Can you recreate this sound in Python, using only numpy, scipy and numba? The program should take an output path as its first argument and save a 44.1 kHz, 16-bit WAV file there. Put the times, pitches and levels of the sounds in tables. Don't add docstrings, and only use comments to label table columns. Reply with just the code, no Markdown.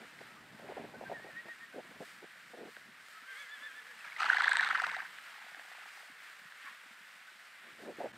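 import sys
import numpy as np
from scipy import signal
from scipy.fft import rfft, irfft, next_fast_len
from scipy.io import wavfile
from scipy.ndimage import uniform_filter1d
from numba import njit

SR = 44100
rng = np.random.default_rng(int(sys.argv[2]) if len(sys.argv) > 2 else 0)


def to_wav(sig):
    pcm = np.clip(np.atleast_2d(sig), -1, 1) * 32767
    pcm = np.round(pcm).astype(np.int16)
    wavfile.write(sys.argv[1], SR, pcm.T)


def magnitude_from_level(level_db):
    exponent = np.asarray(level_db, float) / 20
    return 10 ** exponent


N = 360297
T = np.arange(N) / SR


def level(x, db=0):
    return x * magnitude_from_level(db) / np.sqrt(np.mean(x ** 2))


def curves(rows):
    s, *columns = np.transpose(rows)
    return [np.interp(T, s, c) for c in columns]


@njit
def svf(x, warp, damp):
    y, b, l = np.empty(len(x)), 0., 0.
    for i in range(len(x)):
        g, k = warp[i], damp[i]
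        v = (b + g * (x[i] - l)) / (1 + g * (g + k))
        b, l, y[i] = 2 * v - b, l + 2 * g * v, k * v
    return y


def band(x, hz, width_hz):
    warp = np.tan(np.pi * hz / SR) + 0 * x
    damp = width_hz / hz + 0 * x
    return svf(svf(x, warp, damp), warp, damp)


def walk(rate):
    k = int(SR / rate)
    steps = np.repeat(rng.standard_normal(N // k + 1), k)
    return 1.3 * uniform_filter1d(uniform_filter1d(steps, k), k)[:N]


def add(out, s, x):
    i = int(s * SR)
    out[i:i + len(x)] += x[:N - i]


def blip(db, hz, rise_s, fall_s, glide=0):
    t = np.arange(4096 if fall_s > .002 else 768) / SR
    shape = (1 - np.exp(-t / rise_s)) ** 2 * np.exp(-t / fall_s)
    return magnitude_from_level(db) * shape / shape.max() * np.sin(2 * np.pi * hz * t * (1 + glide * t / 2))


# start_s, length_s, level_db, centre_hz
GUSTS = [(0, 0.052, -48.5, 298), (0.205, 0.018, -43, 516), (0.592, 0.096, -47.5, 460),
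         (0.692, 0.034, -34.5, 570), (0.766, 0.018, -35, 560), (0.783, 0.05, -41, 447),
         (0.837, 0.024, -41, 450), (0.931, 0.038, -44, 460), (1.008, 0.014, -41, 620),
         (1.023, 0.02, -42, 660), (1.097, 0.011, -36, 634), (1.107, 0.035, -35.5, 620),
         (1.191, 0.015, -46, 656), (1.142, 0.036, -48, 665), (1.242, 0.035, -45, 530),
         (1.286, 0.019, -50, 590), (1.444, 0.031, -49, 270), (1.476, 0.025, -49, 543),
         (1.734, 0.036, -46, 387), (1.768, 0.043, -38, 430), (1.843, 0.017, -52.5, 283),
         (1.912, 0.017, -49, 250), (1.958, 0.018, -51, 267), (2.006, 0.011, -36, 434),
         (2.017, 0.023, -39, 515), (2.219, 0.035, -46.5, 333), (2.354, 0.019, -60, 415),
         (2.499, 0.027, -59, 340), (2.534, 0.024, -42.5, 490), (2.568, 0.031, -47, 476),
         (2.594, 0.052, -42.5, 324), (2.65, 0.045, -43.5, 382), (2.768, 0.0083, -50.5, 650),
         (7.63, 0.065, -57.5, 300), (7.678, 0.075, -59, 300), (7.782, 0.032, -49.5, 398),
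         (7.813, 0.046, -46, 397), (7.85, 0.081, -39.5, 376), (7.967, 0.022, -58, 500),
         (7.988, 0.038, -37, 450), (7.999, 0.044, -42.5, 640), (8.027, 0.051, -34, 554),
         (8.073, 0.022, -55, 500)]
# start_s, peak_db, centre_hz
THUMPS = [(0.688, -36, 724), (0.7, -33, 470), (0.77, -32, 563), (0.84, -38, 453), (0.597, -40, 700),
          (0.961, -43, 579), (1.012, -40, 514), (1.037, -34, 710), (1.097, -33, 620), (1.115, -30.5, 735),
          (1.196, -44, 695), (1.288, -42, 625), (1.761, -37, 340), (2.004, -33.5, 380), (2.016, -37, 610),
          (2.025, -35, 447), (1.745, -43, 533), (1.782, -37, 520), (2.242, -41.5, 456), (2.538, -40, 670),
          (2.653, -38, 300), (2.588, -37, 384), (7.836, -40, 345), (7.893, -37, 400), (7.985, -35, 390),
          (8.019, -37, 706), (8.043, -28, 526), (8.058, -29, 630)]
# time_s, rumble_db
BREEZE = [(0.0, -72), (0.45, -67), (0.86, -61), (1.14, -64), (1.5, -75.5), (1.77, -81), (1.91, -67),
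          (2.32, -83), (2.6, -77.5), (2.98, -76.5), (3.21, -90.5), (4.1, -83.5), (4.4, -76.5), (4.9, -75.5),
          (5.5, -89), (7.4, -89.5), (7.9, -73), (8.17, -64.5)]


def wind():
    gain, hz = np.zeros(N), np.full(N, 400.)
    for s, length_s, db, centre_hz in GUSTS:
        arch = np.sin(np.linspace(0, np.pi, int(length_s * SR))) ** 0.38
        add(gain, s, magnitude_from_level(db - 7.5) * arch)
        hz[int(s * SR):] = centre_hz
    eddies = rng.standard_normal(N) * magnitude_from_level(2.2 * walk(260))
    edges = signal.butter(5, [170, 880], "band", fs=SR, output="sos")
    bursts = signal.sosfilt(edges, band(eddies, hz, 800))

    thumps = np.zeros(N)
    for s, db, centre_hz in THUMPS:
        add(thumps, s, blip(db - 3, centre_hz, .0005, .0028))

    rumble = level(band(rng.standard_normal(N) * magnitude_from_level(2.0 * walk(25)), 184, 237))
    sway = level(band(rng.standard_normal(N) * magnitude_from_level(2.0 * walk(15)), 49, 74))
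    breeze_db = curves(BREEZE)[0]
    return level(bursts) * gain + thumps + magnitude_from_level(breeze_db + 6) * rumble + magnitude_from_level(1.2 * breeze_db + 11) * sway


# time_s, rustle_db
GRASS = [
    (0, -55.5),
    (.5, -56.5),
    (1.5, -54.5),
    (2.9, -56),
    (3.6, -52.5),
    (4.1, -52),
    (5.2, -51.5),
    (6, -53),
    (6.9, -54.5),
    (8.17, -55.5),
]
# frequency_hz, density_db (per Hz)
GRASS_COLOUR = [(150, -10), (250, -27.5), (413, -20), (620, -13.5), (850, -11.5), (1000, -9.5),
                (1450, -0.5), (1850, 0.5), (2600, -7), (4960, -16.5), (6210, -22), (8470, -19.5),
                (10200, -26.5), (12400, -26), (15500, -31)]
# time_s, swell_db, treble_swell_db
SWISHES = [(.25, 2.5, 3), (.62, 0.5, 1.5), (.75, 2.5, 0), (1.08, 1, 1), (1.38, 1, 0), (2.08, 1.5, 4.5),
           (2.5, 1, 2.5), (2.75, 1, 3), (3.1, 0.5, 4), (3.38, 3.5, 5), (5.33, 2.5, 1), (5.67, -1, 0.5),
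           (5.82, 2.5, 1), (5.97, 0, 3), (6.3, 1.5, 2), (6.67, 4, 2.5), (7.1, 0.5, 2), (7.42, 0, 1),
           (7.67, 2.5, 0), (7.8, 1, 2.5), (8.04, 3, 2)]


def grass():
    swish_s, treble_below_db, wash_below_db = 0.093, -10.5, -17.5
    near_db = curves(GRASS)[0]
    swells = sum(np.outer(rise_db, np.exp(-((T - s) / swish_s) ** 2)) for s, *rise_db in SWISHES)
    rustle_db = near_db + swells[0]
    treble_db = treble_below_db + swells[1] - swells[0]

    colour_hz, colour_db = np.transpose(GRASS_COLOUR)
    size = next_fast_len(N)
    octave = np.log2(np.arange(1, size // 2 + 2) * SR / size)
    steps = walk(15)
    stalks = rfft(rng.standard_normal(N) * magnitude_from_level(0.82 * walk(400)), size)
    stalks *= magnitude_from_level(np.interp(octave, np.log2(colour_hz), colour_db, left=-90))
    dull, middle, treble = np.zeros(N), np.zeros(N), np.zeros(N)
    for hz in 210 * 2 ** np.arange(0, 6.6, .5):
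        slice_ = np.clip(1 - 2 * abs(octave - np.log2(hz)), 0, 1)
        part = irfft(stalks * slice_, size)[:N] * magnitude_from_level(0.5 * steps + 0.4 * walk(15))
        if hz < 1000:
            dull += part
        elif hz < 3500:
            middle += part
        else:
            treble += part

    rustle = magnitude_from_level(rustle_db) * (level(middle, -1.54) + magnitude_from_level(treble_db) * level(treble, -2.24))
    wash = np.hypot(magnitude_from_level(near_db + wash_below_db), magnitude_from_level(curves(BREEZE)[0])) * level(dull, 0.64)
    return rustle + wash


# start_s, peak_db, pitch_hz
STALKS = [(0.055, -43.5, 1380), (0.189, -43, 2100), (0.2244, -53, 1520), (2.7666, -36.5, 1550),
          (3.0837, -43, 1510), (5.1858, -36, 1680), (5.5464, -35, 1790), (5.596, -38, 1770),
          (5.7155, -41, 1800), (6.522, -38.5, 1610), (3.401, -50, 6270), (3.494, -53, 7000),
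          (7.2873, -51, 1490), (8.1355, -45, 1600)]


def snapped_stalks():
    out = np.zeros(N)
    for s, db, hz in STALKS:
        add(out, s, blip(db - 1.5, hz, .0005, .0013) + blip(db - 7, 3000, .0002, .0003))
    return out


def falsetto(rows, shake, flicker):
    span = slice(int(rows[0][0] * SR), int(rows[-1][0] * SR))
    hz, db, octave_db = (c[span] for c in curves(rows))
    shaken_hz = uniform_filter1d(hz, size=600) * (1 + 0.0069 * shake[span])
    phase = 2 * np.pi * np.cumsum(shaken_hz) / SR
    octave_gain = magnitude_from_level(octave_db + 1 + 3 * shake[span][::-1])
    tone = np.sin(phase) + octave_gain * np.sin(2 * phase + .8 * flicker[span])
    fades = signal.windows.tukey(len(hz), min(0.018 * SR / len(hz), 1))
    return np.sqrt(2) * fades * magnitude_from_level(db + 1.3 * flicker[span]) * tone


# start_s, length_s, from_hz, to_hz, peak_db
SQUEALS = [(0.283, 0.084, 1294, 1294, -62), (0.354, 0.059, 1140, 1300, -60),
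           (0.938, 0.043, 1445, 1600, -53), (1.049, 0.047, 1593, 1580, -48.5),
           (1.712, 0.065, 1450, 1700, -58), (3.148, 0.061, 1260, 1335, -56), (3.223, 0.04, 1330, 1410, -58),
           (3.883, 0.041, 1660, 1705, -52), (3.929, 0.095, 238, 200.6, -75),
           (6.642, 0.065, 1194, 1013, -58), (7.271, 0.035, 1515, 1480, -53.5)]


def squeals(shake, flicker):
    out = np.zeros(N)
    for s, length_s, from_hz, to_hz, db in SQUEALS:
        rows = [(s + share * length_s, from_hz + share * (to_hz - from_hz), db + edge_db, -30)
                for share, edge_db in [(0, -5.5), (0.38, 0), (1, -5.5)]]
        add(out, rows[0][0], falsetto(rows, shake, flicker))
    return out


def trill(pulses, octaves_db, climb_s, hold_s, fall_s):
    low_s, low_hz, low_db = 0, .94 * pulses[0][1], pulses[0][2] - 14
    rows = []
    for (s, hz, db, valley_hz, valley_db), octave_db in zip(pulses, octaves_db):
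        valley_octave_db = octave_db - 4
        if s - hold_s - climb_s > low_s:
            climb_start_s = s - hold_s - climb_s / (1 if rows else 2)
            rows.append((climb_start_s, low_hz, low_db, valley_octave_db))
        low_s, low_hz, low_db = s + fall_s, valley_hz, valley_db
        rows.append((s - hold_s, hz * (1 - .008), db - 4, octave_db))
        rows.append((s, hz, db, octave_db))
        rows.append((low_s, low_hz, low_db, valley_octave_db))
    return rows


# crest_end_s, pitch_hz, level_db, valley_hz, valley_db
FIRST_WHINNY = [
    (1.156, 1865, -50, 1738, -56),
    (1.238, 1878, -55, 1884, -59),
    (1.294, 1888, -53, 1760, -59),
    (1.397, 1900, -43.5, 1830, -61),
    (1.517, 1884, -44, 1790, -67),
    (1.64, 1846, -49, 1740, -66),
]
SECOND_WHINNY = [
    (3.31, 1590, -48, 1545, -53),
    (3.426, 1715, -50, 1585, -59),
    (3.545, 1735, -47, 1612, -55),
    (3.668, 1758, -46, 1598, -55),
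    (3.795, 1745, -51, 1660, -66),
]
HIGH_WHINNY = [
    (3.305, 2130, -59, 1990, -55),
    (3.415, 2280, -53, 2070, -54),
    (3.485, 2050, -57, 2000, -68),
]
WHINNY_LOW = [
    (3.29, 527, -77, 445, -73),
    (3.4, 589, -74, 483, -75),
    (3.51, 528, -86, 440, -90),
    (3.62, 597, -70, 487, -77),
    (3.78, 525, -77, 437, -73),
    (3.9, 514, -71, 430, -73),
]


def whinnies(shake, flicker):
    out = np.zeros(N)
    for rows in [trill(FIRST_WHINNY, [-32] * 6, climb_s=.026, hold_s=.024, fall_s=.025),
                 trill(SECOND_WHINNY, [-17, -7, -12, -12, -14], climb_s=.04, hold_s=.032, fall_s=.028),
                 trill(HIGH_WHINNY, [-30] * 3, climb_s=.04, hold_s=.025, fall_s=.03),
                 trill(WHINNY_LOW, [-30] * 6, climb_s=.04, hold_s=.015, fall_s=.05)]:
        add(out, rows[0][0], falsetto(rows, shake, flicker))
    return out


# start_s, peak_db, pitch_hz
THUDS = [(2.888, -53.5, 220), (3.223, -61, 263), (3.445, -68, 180), (3.575, -65, 220), (3.614, -60, 262),
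         (4.065, -65, 180), (4.14, -67, 165), (4.207, -68, 378), (4.327, -60, 218), (4.738, -64, 348),
         (5.442, -64, 204), (5.519, -63, 172), (5.575, -59, 294), (6.097, -56, 262), (6.118, -61, 170),
         (6.415, -60, 196), (6.452, -57, 160), (6.643, -62, 260), (6.71, -64, 215), (6.858, -61, 272),
         (6.908, -58, 223), (7.007, -61, 194), (7.156, -63, 192), (7.21, -67, 200), (7.352, -66, 200),
         (7.315, -65, 365)]


def hooves():
    out = np.zeros(N)
    for s, db, hz in THUDS:
        add(out, s, blip(db - 1.5, hz, 0.0015, 0.0059))
    return out


# start_s, peak_db, pitch_hz
LEAD_FLAPS = [
    (4.0065, -45, 2590),
    (4.0424, -41.5, 1670),
    (4.045, -41.5, 2320),
    (4.0751, -40, 1680),
    (4.1204, -37.5, 2210),
    (4.1633, -33, 2020),
]
# start_s, peak_db, pitch_hz
FAR_FLAPS = [(5.296, -59, 840), (5.324, -51, 899), (5.352, -51, 829), (5.382, -48, 830),
             (5.415, -46.5, 855), (5.441, -50, 730), (5.465, -48, 725), (5.483, -49, 877),
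             (5.517, -51, 724), (5.546, -49, 780), (5.569, -47, 773), (5.594, -47, 711), (5.615, -49, 830),
             (5.649, -51, 770), (5.681, -53, 770), (5.715, -47, 756), (5.749, -47, 880),
             (5.783, -46.5, 740), (5.821, -50, 821), (5.858, -47, 807), (5.973, -48.5, 816),
             (6.002, -49, 820), (6.031, -53, 684), (6.085, -53, 751)]


def far_snorts():
    out, puff_gain = np.zeros(N), np.zeros(N)
    for s, db, hz in LEAD_FLAPS + FAR_FLAPS:
        add(out, s, blip(db - 2, hz, 0.0008, 0.003))
        add(out, s, blip(db - 15, min(2.1 * hz, 4000), 0.0003, 0.0008))
        add(puff_gain, s, blip(db, 31, 0.0045, 0.024))
    return out + magnitude_from_level(-9.5) * puff_gain * level(band(rng.standard_normal(N), 1590, 1400))


# start_s, snap_peak_db, low_pop_db
OPENS = [(4.1964, -40, -36), (4.2175, -23, -27), (4.242, -22, -61), (4.2764, -42, -56), (4.3106, -53, -52),
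         (4.3455, -20, -22), (4.383, -20.5, -25), (4.4197, -18, -38), (4.4556, -20, -27), (4.492, -21, -39),
         (4.531, -19, -45), (4.5683, -13, -47), (4.6076, -17.5, -59.5), (4.6458, -17, -59),
         (4.6875, -21, -35), (4.7282, -29, -39), (4.774, -24, -34), (4.8184, -24.5, -29),
         (4.866, -22.5, -40), (4.9142, -27, -28), (4.9645, -26.5, -23), (5.0194, -36, -33)]
# start_s, peak_db, pitch_hz
SHUTS = [(4.2049, -19, 1240), (4.229, -32, 1380), (4.2623, -35, 1350), (4.2992, -5.5, 1545),
         (4.3315, -11, 1540), (4.369, -8, 1740), (4.4048, -11.5, 1424), (4.4421, -10, 1720),
         (4.4785, -6.5, 1630), (4.5173, -9.5, 1645), (4.554, -21, 1510), (4.5948, -10.5, 1725),
         (4.6336, -19, 1565), (4.6744, -37, 1520), (4.709, -17, 1370), (4.756, -21, 1420),
         (4.801, -22, 1430), (4.846, -30, 1350), (4.8964, -40, 2010), (4.9489, -30, 1860),
         (5.0012, -39, 1750), (5.0587, -30, 1450)]
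SWELLS = [-29.5, -25.5, -28.5, -54, -42, -40, -31, -31, -41, -32, -32.5, -31, -32.5, -33.5, -27, -33, -36,
          -34, -41, -40.5, -47, -52]
# time_s, level_db, upper_hz, rasp_db, steady_db, lateness (power of the climb)
BLOW = [
    (4.18, -59, 2580, -1, -4, 2.4),
    (4.2, -36, 2700, -4, 0, 2.1),
    (4.3, -29, 2950, -5, 2.5, 2),
    (4.45, -30.5, 3580, 1, -0.5, 1.85),
    (4.65, -32.5, 3750, -4, 6, 1.4),
    (4.8, -32, 2530, -6, 0.5, 1.75),
    (4.92, -34, 2330, -11, 0, 1.9),
    (5.0, -38, 2360, -8, 0.5, 2.7),
    (5.1, -53.5, 2450, -8, 0, 1.5),
]
# open_hz, shut_hz, width_hz, level_db
NOSE_BRIGHT = [
    (6000, 5000, 1100, -14.5),
    (7600, 8200, 1600, -17),
]


def snort():
    start_s, end_s = BLOW[0][0], BLOW[-1][0]
    span = slice(int(start_s * SR), int(end_s * SR))
    blow_db, upper_hz, rasp_db, steady_db, lateness = (c[span] for c in curves(BLOW))
    bright_db = -9.5 + 18 * np.exp(-(T[span] - start_s) / 0.061)
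    knots = np.sort(np.r_[[o[0] for o in OPENS], [s[0] + .005 for s in SHUTS]])
    turn = np.interp(T[span], knots, np.arange(len(knots))) % 2
    is_open = turn < 1
    narrow = np.minimum(turn, 1) ** np.maximum(lateness, .5)
    gate = uniform_filter1d(np.where(is_open, magnitude_from_level(4 * turn - 10), magnitude_from_level(2 * turn - 15)), size=80)
    air = (rng.standard_normal(N) * magnitude_from_level(1.97 * walk(250)))[span]
    upper_air = air[::-1]

    def tract(flow, open_hz, shut_hz, width_hz):
        return level(band(flow, open_hz + (shut_hz - open_hz) * narrow, width_hz))

    upper = tract(upper_air, 0.91 * upper_hz, 1.07 * upper_hz, 650)
    for open_hz, shut_hz, width_hz, db in NOSE_BRIGHT:
        upper += magnitude_from_level(db) * tract(upper_air, open_hz, shut_hz, width_hz)
    upper = level(upper)
    lift_hz = .6 * np.maximum(3700 - upper_hz, 0)
    rasp_gain = uniform_filter1d(np.where(is_open, 0.3 + 0.81 * np.sin(np.pi * turn ** 2), 0.3), size=80)
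    upper += magnitude_from_level(rasp_db) * rasp_gain * tract(upper_air, 3650 + lift_hz, 4250 + lift_hz, 950)

    climbing = tract(air, 840, 1900, 380)
    steady = tract(air, 1550, 1700, 560)
    out = np.zeros(N)
    out[span] = magnitude_from_level(blow_db) * gate * (climbing + magnitude_from_level(steady_db - 1) * steady + magnitude_from_level(bright_db) * upper)

    edges = rng.standard_normal((len(OPENS), 2))
    for (s, db, pop_db), (shine, bite) in zip(OPENS, edges):
        snap = blip(db - 4.5, 1700, 0.00028, 0.00058)
        snap += blip(db - 10.5, 2890, 0.00038, 0.00051)
        snap += blip(db - 10, 3810, 0.00032, 0.00054)
        snap += blip(db - 25 + 5 * bite, 5300, 0.00021, 0.00053)
        snap += blip(db - 24 + 5 * shine, 8110, 0.0002, 0.00048)
        add(out, s + 0.000953, snap)
        add(out, s + 0.00082, blip(pop_db - 12.5, 750, 0.00016, 0.0054))

    squirts, swells, jet_hz = np.zeros(N), np.zeros(N), np.zeros(N)
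    swell_s = 0.0095
    for (s, db, hz), swell_db in zip(SHUTS[::-1], SWELLS[::-1]):
        jet_hz[:int((s + .012) * SR)] = hz
        ahead = T[span] - s - .002
        swells[span] += magnitude_from_level(swell_db) * np.exp(-(ahead / np.where(ahead < 0, swell_s, swell_s / 2)) ** 2)
        squirt = blip(db - 6.5, 1.03 * hz, .0011, .0015, glide=-12)[::-1]
        add(squirts, s + 0.004176 - len(squirt) / SR, squirt)
    out += squirts * magnitude_from_level(1.5 * walk(900))
    out[span] += swells[span] * level(band(air, np.maximum(jet_hz[span], 1200), 380))

    out = signal.sosfilt(signal.butter(6, 660, "high", fs=SR, output="sos"), out)
    out[span] += magnitude_from_level(blow_db - 34) * level(gate * band(upper_air, 470, 290))
    return out


# start_s, length_s, level_db, from_hz, to_hz
PUFFS = [
    (6.633, 0.091, -54.5, 1240, 1050),
    (6.64, 0.075, -51.5, 1770, 1620),
    (6.646, 0.051, -57, 2340, 2200),
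]


def puffs():
    out, air = np.zeros(N), rng.standard_normal(N)
    for s, length_s, db, from_hz, to_hz in PUFFS:
        k = int(length_s * SR)
        breath = band(air[int(s * SR):][:k], np.linspace(from_hz, to_hz, k), 320)
        add(out, s, magnitude_from_level(db) * np.hanning(k) * level(breath))
    return out


def scene():
    shake, flicker = walk(150), walk(70)
    out = wind() + grass() + snapped_stalks()
    out += squeals(shake, flicker) + whinnies(shake, flicker)
    out += hooves() + far_snorts() + snort() + puffs()
    return np.tile(out, (2, 1))


def low_pass(x):
    return signal.sosfilt(signal.butter(12, 15700, fs=SR, output="sos"), x)


WIDEN = [
    (490, -.13, 0),
    (758, 0, .21),
    (1302, 0, .03),
]


def record(dry):
    x = signal.sosfilt(signal.butter(2, 130, "high", fs=SR, output="sos"), dry)
    dip_s, dip_length_s = 8.125, 0.0051
    x = x * (1 - 0.76 * np.exp(-((T - dip_s) / dip_length_s) ** 2))
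    wide = x.copy()
    for late, left, right in WIDEN:
        wide += np.array([[left], [right]]) * np.roll(x, late, axis=1)
    hiss = level(band(rng.standard_normal(N), 13900, 2000), -92)
    wide += hiss * np.array([[1], [-1]])
    wide = signal.sosfilt(signal.ellip(10, .2, 70, 15600, fs=SR, output="sos"), wide)
    return low_pass(wide)


dry = scene()
out = record(dry)
to_wav(out)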